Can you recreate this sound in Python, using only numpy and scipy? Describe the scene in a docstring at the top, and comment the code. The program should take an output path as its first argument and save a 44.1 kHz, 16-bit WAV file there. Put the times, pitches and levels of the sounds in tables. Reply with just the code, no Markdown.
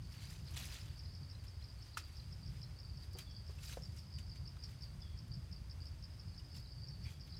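"""Crickets chirp near 5 kHz in front of a far chorus, over a deep rumble and a soft hiss: a tropical forest at midday.
Monkeys close by shift on dry leaves and tree bark, twigs snap and knock, and a far bird whistles three times.
Insects and bird are gliding tones, wood is damped rings with noise cracks, leaves are ringing crackles,
and the beds are shaped noise. Trunks and foliage scatter the insect chirps, whistles and close sounds."""
import sys
import numpy as np
from scipy import signal
from scipy.fft import rfft, irfft
from scipy.io import wavfile

SR = 44100
rng = np.random.default_rng(int(sys.argv[2]) if len(sys.argv) > 2 else 0)


def int16_out(signal):
    """Quantize to a 16-bit WAV file."""
    q = np.round(np.clip(np.atleast_2d(signal).T, -1, 1) * 32767)
    wavfile.write(sys.argv[1], SR, q.astype(np.int16))


def attenuation_scalar(level_db):
    """Turn a level in dB into a linear amplitude multiplier (20 dB per decade)."""
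    decades = np.asarray(level_db, float) / 20
    return 10 ** decades


N = 325899   # length in samples

# Double chirps of the nearest cricket, about six a second.
# Each row: time of the strong stroke in seconds, nominal level in dB.
NEAR_CHIRPS = [(0.1236, -55), (0.2992, -52), (0.4688, -55.5), (0.6544, -57), (0.8123, -51.5), (0.9922, -49),
               (1.1505, -52), (1.3108, -52.5), (1.4805, -53), (1.6402, -51.5), (1.8243, -52), (1.9883, -53),
               (2.1682, -53), (2.3256, -51), (2.4765, -52.5), (2.6294, -47.5), (2.8006, -50), (2.9721, -54),
               (3.1387, -54), (3.3112, -54.5), (3.478, -51.5), (3.655, -50.5), (3.8343, -48.5),
               (3.9875, -50.5), (4.139, -52), (4.2955, -52), (4.4761, -46), (4.6376, -45), (4.8209, -50),
               (5.018, -50), (5.1882, -51), (5.3383, -47.5), (5.5266, -48), (5.7109, -49), (5.868, -49.5),
               (6.0382, -48), (6.1968, -49), (6.3774, -52), (6.5648, -50.5), (6.72, -50.5), (6.8844, -47.5),
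               (7.0397, -51), (7.2097, -51), (7.3673, -50.5)]
# Loudest chirps of lower crickets further off.
# Each row: time of the strong stroke in seconds, nominal level in dB.
LOWER_CHIRPS = [(0.246, -52), (0.4754, -52), (0.7223, -53), (1.05, -56), (1.2307, -56), (1.7006, -53),
                (1.946, -55), (2.0385, -52.5), (2.1926, -55), (2.431, -50), (2.8477, -52), (2.8963, -54.5),
                (3.0245, -52), (3.1489, -51), (3.205, -52), (3.3655, -48), (3.6754, -51), (3.856, -53),
                (4.1609, -49.5), (4.316, -52), (4.4549, -53), (4.627, -52), (4.8338, -47), (5.0619, -58),
                (5.317, -51.5), (5.5613, -54), (5.8191, -51), (6.3805, -53), (6.8344, -50), (7.3227, -54)]
# Low ticks of a third insect. Each row: time of the strong stroke in seconds, nominal level in dB.
INSECT_TICKS = [(0.1945, -59), (0.484, -55), (0.7672, -54), (1.058, -57), (1.3503, -56), (1.623, -53.5),
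                (1.9444, -54), (2.1986, -55), (2.6394, -54), (6.3435, -62), (6.6578, -57), (7.3434, -54.5)]
# Leaves and fur on bark, one movement a row. Each row: time of the peak in seconds, level of the bright part
# in dB, seconds to rise 20 dB, seconds to fall 20 dB, duller part in dB against the bright one.
MOVEMENTS = [(0.12, -75, .02, .3, 3), (0.16, -78, .05, .1, 13), (0.24, -70, .3, .3, 5),
             (0.328, -64, .05, .09, -1), (0.545, -67, .12, .05, 3), (0.569, -54.5, .014, .22, 2),
             (0.728, -64, .1, .17, 6.5), (0.85, -75.5, .2, .45, 7), (1.44, -78, .02, .2, 4),
             (1.615, -84, .03, .05, 14), (1.87, -77, .2, .15, 6), (1.976, -53.5, .006, .035, 5),
             (2.05, -78, .05, 1.0, 8), (2.556, -76, .1, .1, 6), (3.046, -73, .08, .04, 3),
             (3.175, -70, .015, .05, 6), (3.19, -59.5, .006, .06, 3), (3.51, -75, .05, .05, 7),
             (3.64, -63, .045, .3, -6), (3.735, -62, .2, .035, 1), (3.93, -78, .04, .08, 0),
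             (3.975, -66.5, .035, .06, -1), (4.19, -74, .015, .06, 8), (4.365, -78, .02, .04, 7),
             (4.64, -76, .02, .05, 0), (4.71, -73, .1, .07, 4), (4.832, -74, .03, .08, 1),
             (6.57, -69, .04, .07, 0), (7.065, -71, .04, .15, 6), (7.105, -74, .05, .05, 1),
             (7.276, -74, .02, .03, 6)]
# Tilt of the bright leaf crackle. Each row: frequency in Hz, density in dB per Hz.
LEAF_SPECTRUM = [(800, -7), (2000, -20), (4000, -2.5), (6000, 3.5), (9000, -2.5), (12000, -6),
                 (15500, -11.5)]
# Tilt of the duller part, a body pressing on the leaves. Each row: frequency in Hz, density in dB per Hz.
BODY_SPECTRUM = [(400, -11), (900, -8), (1500, -2), (2500, 0.5), (4000, -2), (7000, -21.5)]
# Snaps and knocks of wood. Each row: time in seconds, nominal ring level in dB, ring pitch in Hz,
# nominal t60 of the ring in seconds, rasp in dB against the ring, nominal crack level in dB.
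WOOD_SNAPS = [(0.108, -68, 2280, 0.03, -9, -66), (0.564, -53, 1850, 0.03, -5, -61),
              (1.9706, -28, 1370, 0.011, -10, -48), (3.149, -55.5, 380, 0.09, -10, -72),
              (3.1865, -49, 3170, 0.02, -6, -45.5), (3.494, -58.5, 404, 0.044, -2, -70),
              (3.585, -57.5, 2640, 0.033, -9, -75), (3.694, -51.5, 1630, 0.017, -7, -61),
              (3.7705, -39.5, 538, 0.023, -12, -76), (4.184, -55, 2990, 0.023, 2, -67),
              (4.356, -63, 2310, 0.027, 3, -69), (4.566, -57.5, 1310, 0.016, 1, -69),
              (6.396, -62, 2940, 0.03, -6, -80), (6.546, -63, 2820, 0.036, 0, -65)]
# Partials of ringing wood. Each row: ratio to the ring pitch, level in dB.
WOOD_PARTIALS = [(1.0, 5.5), (1.249, -3), (2.0, -9), (2.4, -13)]
# Dry leaves breaking. Each row: time in seconds, nominal level in dB before a trim.
LEAF_BREAKS = [(0.3055, -53), (0.5077, -54), (1.4406, -59), (1.7903, -67), (3.1303, -53), (3.9634, -55),
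               (4.8264, -67), (5.279, -59.5), (5.8536, -62), (5.8844, -67), (6.5625, -55), (6.5994, -60),
               (7.0044, -64), (7.2714, -62)]
# A claw on bark. The one row: start in seconds, length in seconds, ring pitch in Hz, nominal level in dB.
CLAW_SCRAPE = (7.045, 0.065, 2300, -63)
# Whistles of the far bird. Each row: start in seconds, level in dB around which it flutters.
WHISTLES = [(3.255, -69.5), (5.015, -68.5), (7.035, -68.5)]
# Swell of the far cricket chorus, before its tail. Each row: time in seconds, level in dB.
CHORUS_SWELL = [(0.0, -71), (0.4, -73), (1.1, -71), (1.55, -72), (2.0, -69.5), (2.5, -75), (3.3, -70),
                (3.7, -76), (4.2, -70), (5.5, -78), (6.2, -72), (6.95, -68.5), (7.39, -71)]
# Swell of the rumble. Each row: time in seconds, level in dB around which it sways.
RUMBLE_SWELL = [(0.0, -49), (0.7, -49.5), (1.3, -50), (1.6, -51.5), (2.1, -52), (2.5, -49.5), (3.9, -49),
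                (4.4, -51), (5.2, -48.5), (6.5, -50.5), (6.95, -48), (7.39, -49.5)]
# Tilt of the rumble ahead of its low cut. Each row: frequency in Hz, density in dB per Hz.
RUMBLE_SPECTRUM = [(15, -45), (25, -11), (59, 3), (80, 3), (97, 1.5), (138, -4), (235, -22.5), (400, -31),
                   (520, -47), (880, -120)]
# Tilt of the forest hiss. Each row: frequency in Hz, density in dB per Hz.
HISS_SPECTRUM = [(150, -31), (250, -2), (475, -7.5), (546, -5), (759, -8.5), (887, -8), (3680, -14),
                 (4860, -14.5), (5390, -15.5), (5880, -15.5), (7490, -21), (8460, -20), (10400, -24),
                 (14700, -26.5), (15800, -28)]


def rms_one(x):
    """Scale to unit power."""
    return x / np.sqrt(np.mean(x ** 2) + 1e-20)


def swell(rows):
    """Join (seconds, dB) points by straight lines at every sample."""
    s, db = np.transpose(rows)
    return np.interp(np.arange(N) / SR, s, db)


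def drift(rate_hz):
    """Low-passed noise of unit spread, computed every 40 samples and joined by straight lines."""
    r = np.exp(-80 * np.pi * rate_hz / SR)
    noise = rng.standard_normal(N // 40 + 2002)
    slow = signal.lfilter([1], [1, -2 * r, r * r], noise)[2000:]   # leave out the filter's run-in
    return np.interp(np.arange(N) / 40, np.arange(len(slow)), rms_one(slow))


def coloured(x, spectrum):
    """Tilt a sound by a (Hz, dB) spectrum, straight on a log frequency axis."""
    hz, db = np.transpose(spectrum)
    bins = np.maximum(np.fft.rfftfreq(N, 1 / SR), 1)
    gain_db = np.interp(np.log(bins), np.log(hz), db)
    return irfft(rfft(x) * attenuation_scalar(gain_db), N)


def band(x, low_hz, high_hz):
    """Causal band-pass."""
    return signal.sosfilt(signal.butter(2, [low_hz, high_hz], "band", fs=SR, output="sos"), x)


def add(out, s, piece):
    """Lay a short sound into out at time s."""
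    at = max(round(s * SR), 0)
    out[at:at + len(piece)] += piece[:max(N - at, 0)]


def unit_time(length_s):
    """Ramp from 0 to 1 over a short sound."""
    return np.arange(int(length_s * SR)) / (length_s * SR)


def wing_stroke(hz, length_s, fall):
    """The scraper runs down the file and slows: a tone that falls in pitch and trails off."""
    u = unit_time(length_s)
    pitch = hz * (1 + fall * (.35 - u ** 0.984))
    phase = 2 * np.pi * np.cumsum(pitch) / SR
    teeth = 1 + .22 * np.interp(u, np.linspace(0, 1, 9), rng.standard_normal(9))   # uneven teeth
    envelope = np.sin(np.pi * u ** .5) ** 2
    return teeth * envelope * np.sin(phase)


def crickets(chirps, hz, hz_spread, length_s, fall, lead_s, lead_db):
    """Each chirp is a short weak stroke followed by a full one; no two strokes are quite alike."""
    out = np.zeros(N)
    chance = rng.normal(0, 1, (len(chirps), 6))
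    for (s, db), (later, longer, wider, higher, shifted, harder) in zip(chirps, chance):
        pitch = hz + hz_spread * shifted
        strong = wing_stroke(pitch, length_s * (1 + 0.061 * longer), fall * (1 + 0.17 * wider))
        add(out, s - .001, attenuation_scalar(db) * strong)
        weak = wing_stroke(pitch * (.98 + .012 * higher), .55 * length_s, fall)
        weak_level = attenuation_scalar(db + lead_db + 3.0 * harder)
        add(out, s - .001 - lead_s + 0.0008 * later, weak_level * weak)
    return out


def leaf_grain(crackles_per_s, spread_db, cycles, shortest_s):
    """Each crackle rings a few cycles at the pitch of its own scrap of leaf."""
    sizes = attenuation_scalar(spread_db * np.minimum(rng.exponential(1, N), 4)) * rng.choice([-1, 1], N)
    chance = attenuation_scalar(4.0 * drift(60)) * crackles_per_s / SR   # crackles bunch together
    clicks = sizes * (rng.random(N) < chance)
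    out, scrap = np.zeros(N), rng.integers(0, 20, N)
    for k, hz in enumerate(np.geomspace(900, 15000, 20)):
        r = attenuation_scalar(-60 / ((cycles / hz + shortest_s) * SR))
        w = 2 * np.pi * hz / SR
        struck = clicks * (scrap == k) + 1e-18
        ring = signal.lfilter([1, 0, -1], [1, -2 * r * np.cos(w), r * r], struck)
        out += np.sqrt(hz) * rms_one(ring)
    return rms_one(out)


def rustle(smooth_share):
    """Dense crackles of dry leaves on a smooth rubbing noise; a body pressing on them adds a duller part."""
    grain = leaf_grain(crackles_per_s=3000, spread_db=3.5, cycles=17, shortest_s=0.003)
    grain = grain + smooth_share * rng.standard_normal(N)
    bright = coloured(grain, LEAF_SPECTRUM)
    bright = bright / np.std(band(bright, 6500, 15000))   # levels refer to this treble band
    body = rms_one(coloured(grain, BODY_SPECTRUM))
    bright_power, body_power, t = 0, 0, np.arange(N) / SR
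    for s, db, rise_s, fall_s, body_db in MOVEMENTS:
        away = np.maximum((s - t) / rise_s, (t - s) / fall_s)
        power = attenuation_scalar(2 * (db - 20 * away))
        bright_power = bright_power + power
        body_power = body_power + power * attenuation_scalar(2 * body_db)
    bright = attenuation_scalar(1.5 * drift(40)) * np.sqrt(bright_power) * bright
    return bright + attenuation_scalar(1.5 * drift(52)) * np.sqrt(body_power) * body


def snaps():
    """A damped wooden ring that rebounds once, a rasp around it, and a broad crack of splitting fibres."""
    ring_delay_s, rebound_s = .0012, 0.00405   # the fibres tick before the wood swings
    out, t = np.zeros(N), np.arange(int(.1 * SR)) / SR
    splinters = rng.standard_normal((len(WOOD_SNAPS), 2, len(t)))
    for (s, db, hz, t60, rasp_db, crack_db), (rasp, noise) in zip(WOOD_SNAPS, splinters):
        ring = sum(attenuation_scalar(mode_db) * np.sin(2 * np.pi * ratio * hz * t) for ratio, mode_db in WOOD_PARTIALS)
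        ring = attenuation_scalar(-60 * t / max(t60, .006)) * (1 - np.exp(-t / 0.00084)) * ring
        add(out, s + ring_delay_s, attenuation_scalar(db) * ring)
        add(out, s + ring_delay_s + rebound_s, attenuation_scalar(db - 13) * ring)
        rasp = rms_one(band(rasp, 0.6 * hz, 2.86 * hz))
        rasp_envelope = attenuation_scalar(db + rasp_db - 60 * t / (2.4 * t60)) * (1 - np.exp(-t / 0.0015))
        add(out, s, rasp_envelope * rasp)
        add(out, s, attenuation_scalar(crack_db - 60 * t / 0.022) * band(noise, 1700, 15500))
    return out


def leaf_ticks():
    """A dry leaf breaks: a thin bright tick of fast-dying noise."""
    out, t = np.zeros(N), np.arange(int(0.057 * SR)) / SR
    for (s, db), noise in zip(LEAF_BREAKS, rng.standard_normal((len(LEAF_BREAKS), len(t)))):
        add(out, s, attenuation_scalar(db - 3.5 - 60 * t / 0.044) * band(noise, 4000, 13000))
    return out


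def scrape():
    """A claw slips over bark in quick uneven steps, heard through one hollow resonance."""
    s, length_s, hz, db = CLAW_SCRAPE
    u = unit_time(length_s)
    slips = rng.standard_normal(len(u)) * attenuation_scalar(3.0 * drift(120)[:len(u)])
    hollow = rms_one(band(slips, .88 * hz, 1.08 * hz))
    out = np.zeros(N)
    add(out, s, attenuation_scalar(db) * np.sin(np.pi * u ** .5) * hollow)
    return out


def bird():
    """Near sines with soft ends and a slight flutter, falling faster towards the end of each whistle."""
    start_hz, end_hz, note_s = 3490, 3170, .072
    out, u = np.zeros(N), unit_time(note_s)
    pitch = start_hz + (end_hz - start_hz) * u ** 1.6
    tone = np.sin(2 * np.pi * np.cumsum(pitch) / SR)
    for s, db in WHISTLES:
        add(out, s, attenuation_scalar(db) * signal.windows.tukey(len(u), .4) * tone)
    return out * attenuation_scalar(2.5 * drift(60))


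def far_chorus(per_s, centre_hz, spread):
    """Many distant crickets stroke at unrelated moments and pitches."""
    out, draws = np.zeros(N), rng.random((2500, 3))
    starts = np.cumsum(-np.log(1 - draws[:, 0])) / per_s
    for s, (_, pitch, size) in zip(starts[starts < N / SR], draws):
        hz = centre_hz * (1 + spread * (pitch ** 1.3 - .35))
        add(out, s, attenuation_scalar(12.0 * size) * wing_stroke(hz, 0.0098, 0.096))
    return attenuation_scalar(swell(CHORUS_SWELL)) * rms_one(out)


def high_insects(db):
    """A faint far sizzle of small katydids between 8 and 10 kHz: band-passed noise that wavers."""
    sizzle = band(band(rng.standard_normal(N), 7900, 9300), 7900, 9300)
    return attenuation_scalar(db + 2.0 * drift(9)) * rms_one(sizzle)


def rumble():
    """Lumpy far rumble: deep shaped noise that sways in level."""
    deep = coloured(rng.standard_normal(N), RUMBLE_SPECTRUM)
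    deep = signal.sosfilt(signal.butter(4, 40, "high", fs=SR, output="sos"), deep)
    upper = band(deep, 107, 270)
    deep += (attenuation_scalar(2.87 * drift(7.8)) - 1) * upper   # the upper rumble comes in lumps of its own
    return attenuation_scalar(swell(RUMBLE_SWELL) + 1.21 * drift(5.6)) * rms_one(deep)


def hiss(db):
    """An even forest hiss: shaped noise with a slight waver, its level set between 300 and 4000 Hz."""
    noise = coloured(rng.standard_normal(N), HISS_SPECTRUM)
    noise = noise / np.std(band(noise, 300, 4000))
    return attenuation_scalar(db + .5 * drift(3)) * noise


def forest(x, t60, gap_s):
    """Scattering by trunks and leaves: a cloud of weak echoes that gathers after a gap and dies away."""
    t = np.arange(int(.6 * SR)) / SR
    trunks = attenuation_scalar(1.5 * drift(100)[:len(t)])   # uneven strength of the echoes
    envelope = attenuation_scalar(-60 * t / t60) * (1 - np.exp(-t / gap_s))
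    echoes = rng.standard_normal(len(t)) * trunks * envelope
    return signal.fftconvolve(x, echoes / np.sqrt(np.sum(echoes ** 2)))[:N]


def scene():
    """Far sources carry more of the forest's tail than near ones; each place has its own echoes."""
    near = crickets(NEAR_CHIRPS, hz=5070, hz_spread=40, length_s=0.0137, fall=0.29, lead_s=.0125, lead_db=-5.5)
    lower = crickets(LOWER_CHIRPS, hz=4750, hz_spread=80, length_s=0.011, fall=0.16, lead_s=.0145, lead_db=-6)
    ticks = crickets(INSECT_TICKS, hz=4120, hz_spread=40, length_s=0.011, fall=0.09, lead_s=0.019, lead_db=-12)
    close = rustle(smooth_share=1.1) + snaps() + leaf_ticks() + scrape()
    whistle = bird()
    chorus = far_chorus(per_s=100, centre_hz=4730, spread=0.13)
    out = near + attenuation_scalar(-4) * forest(near, t60=0.15, gap_s=0.004)
    out += lower + ticks + attenuation_scalar(-0.5) * forest(lower + attenuation_scalar(-5.5) * ticks, t60=0.28, gap_s=0.0041)
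    out += close + attenuation_scalar(-14) * forest(close, t60=0.18, gap_s=0.0075)
    out += whistle + attenuation_scalar(-0.5) * forest(whistle, t60=0.7, gap_s=0.011)
    out += chorus + attenuation_scalar(1.5) * forest(chorus, t60=0.31, gap_s=.008)
    out += high_insects(db=-86.5) + rumble() + hiss(db=-69.5)
    return out[None]   # one channel


def top_cut(x):
    """Nothing passes above the cut-off."""
    return signal.sosfilt(signal.butter(12, 15750, fs=SR, output="sos"), x)


def record(dry):
    """Turn the finished mix into the sound that is written."""
    return top_cut(dry)


dry = scene()
out = record(dry)
int16_out(out)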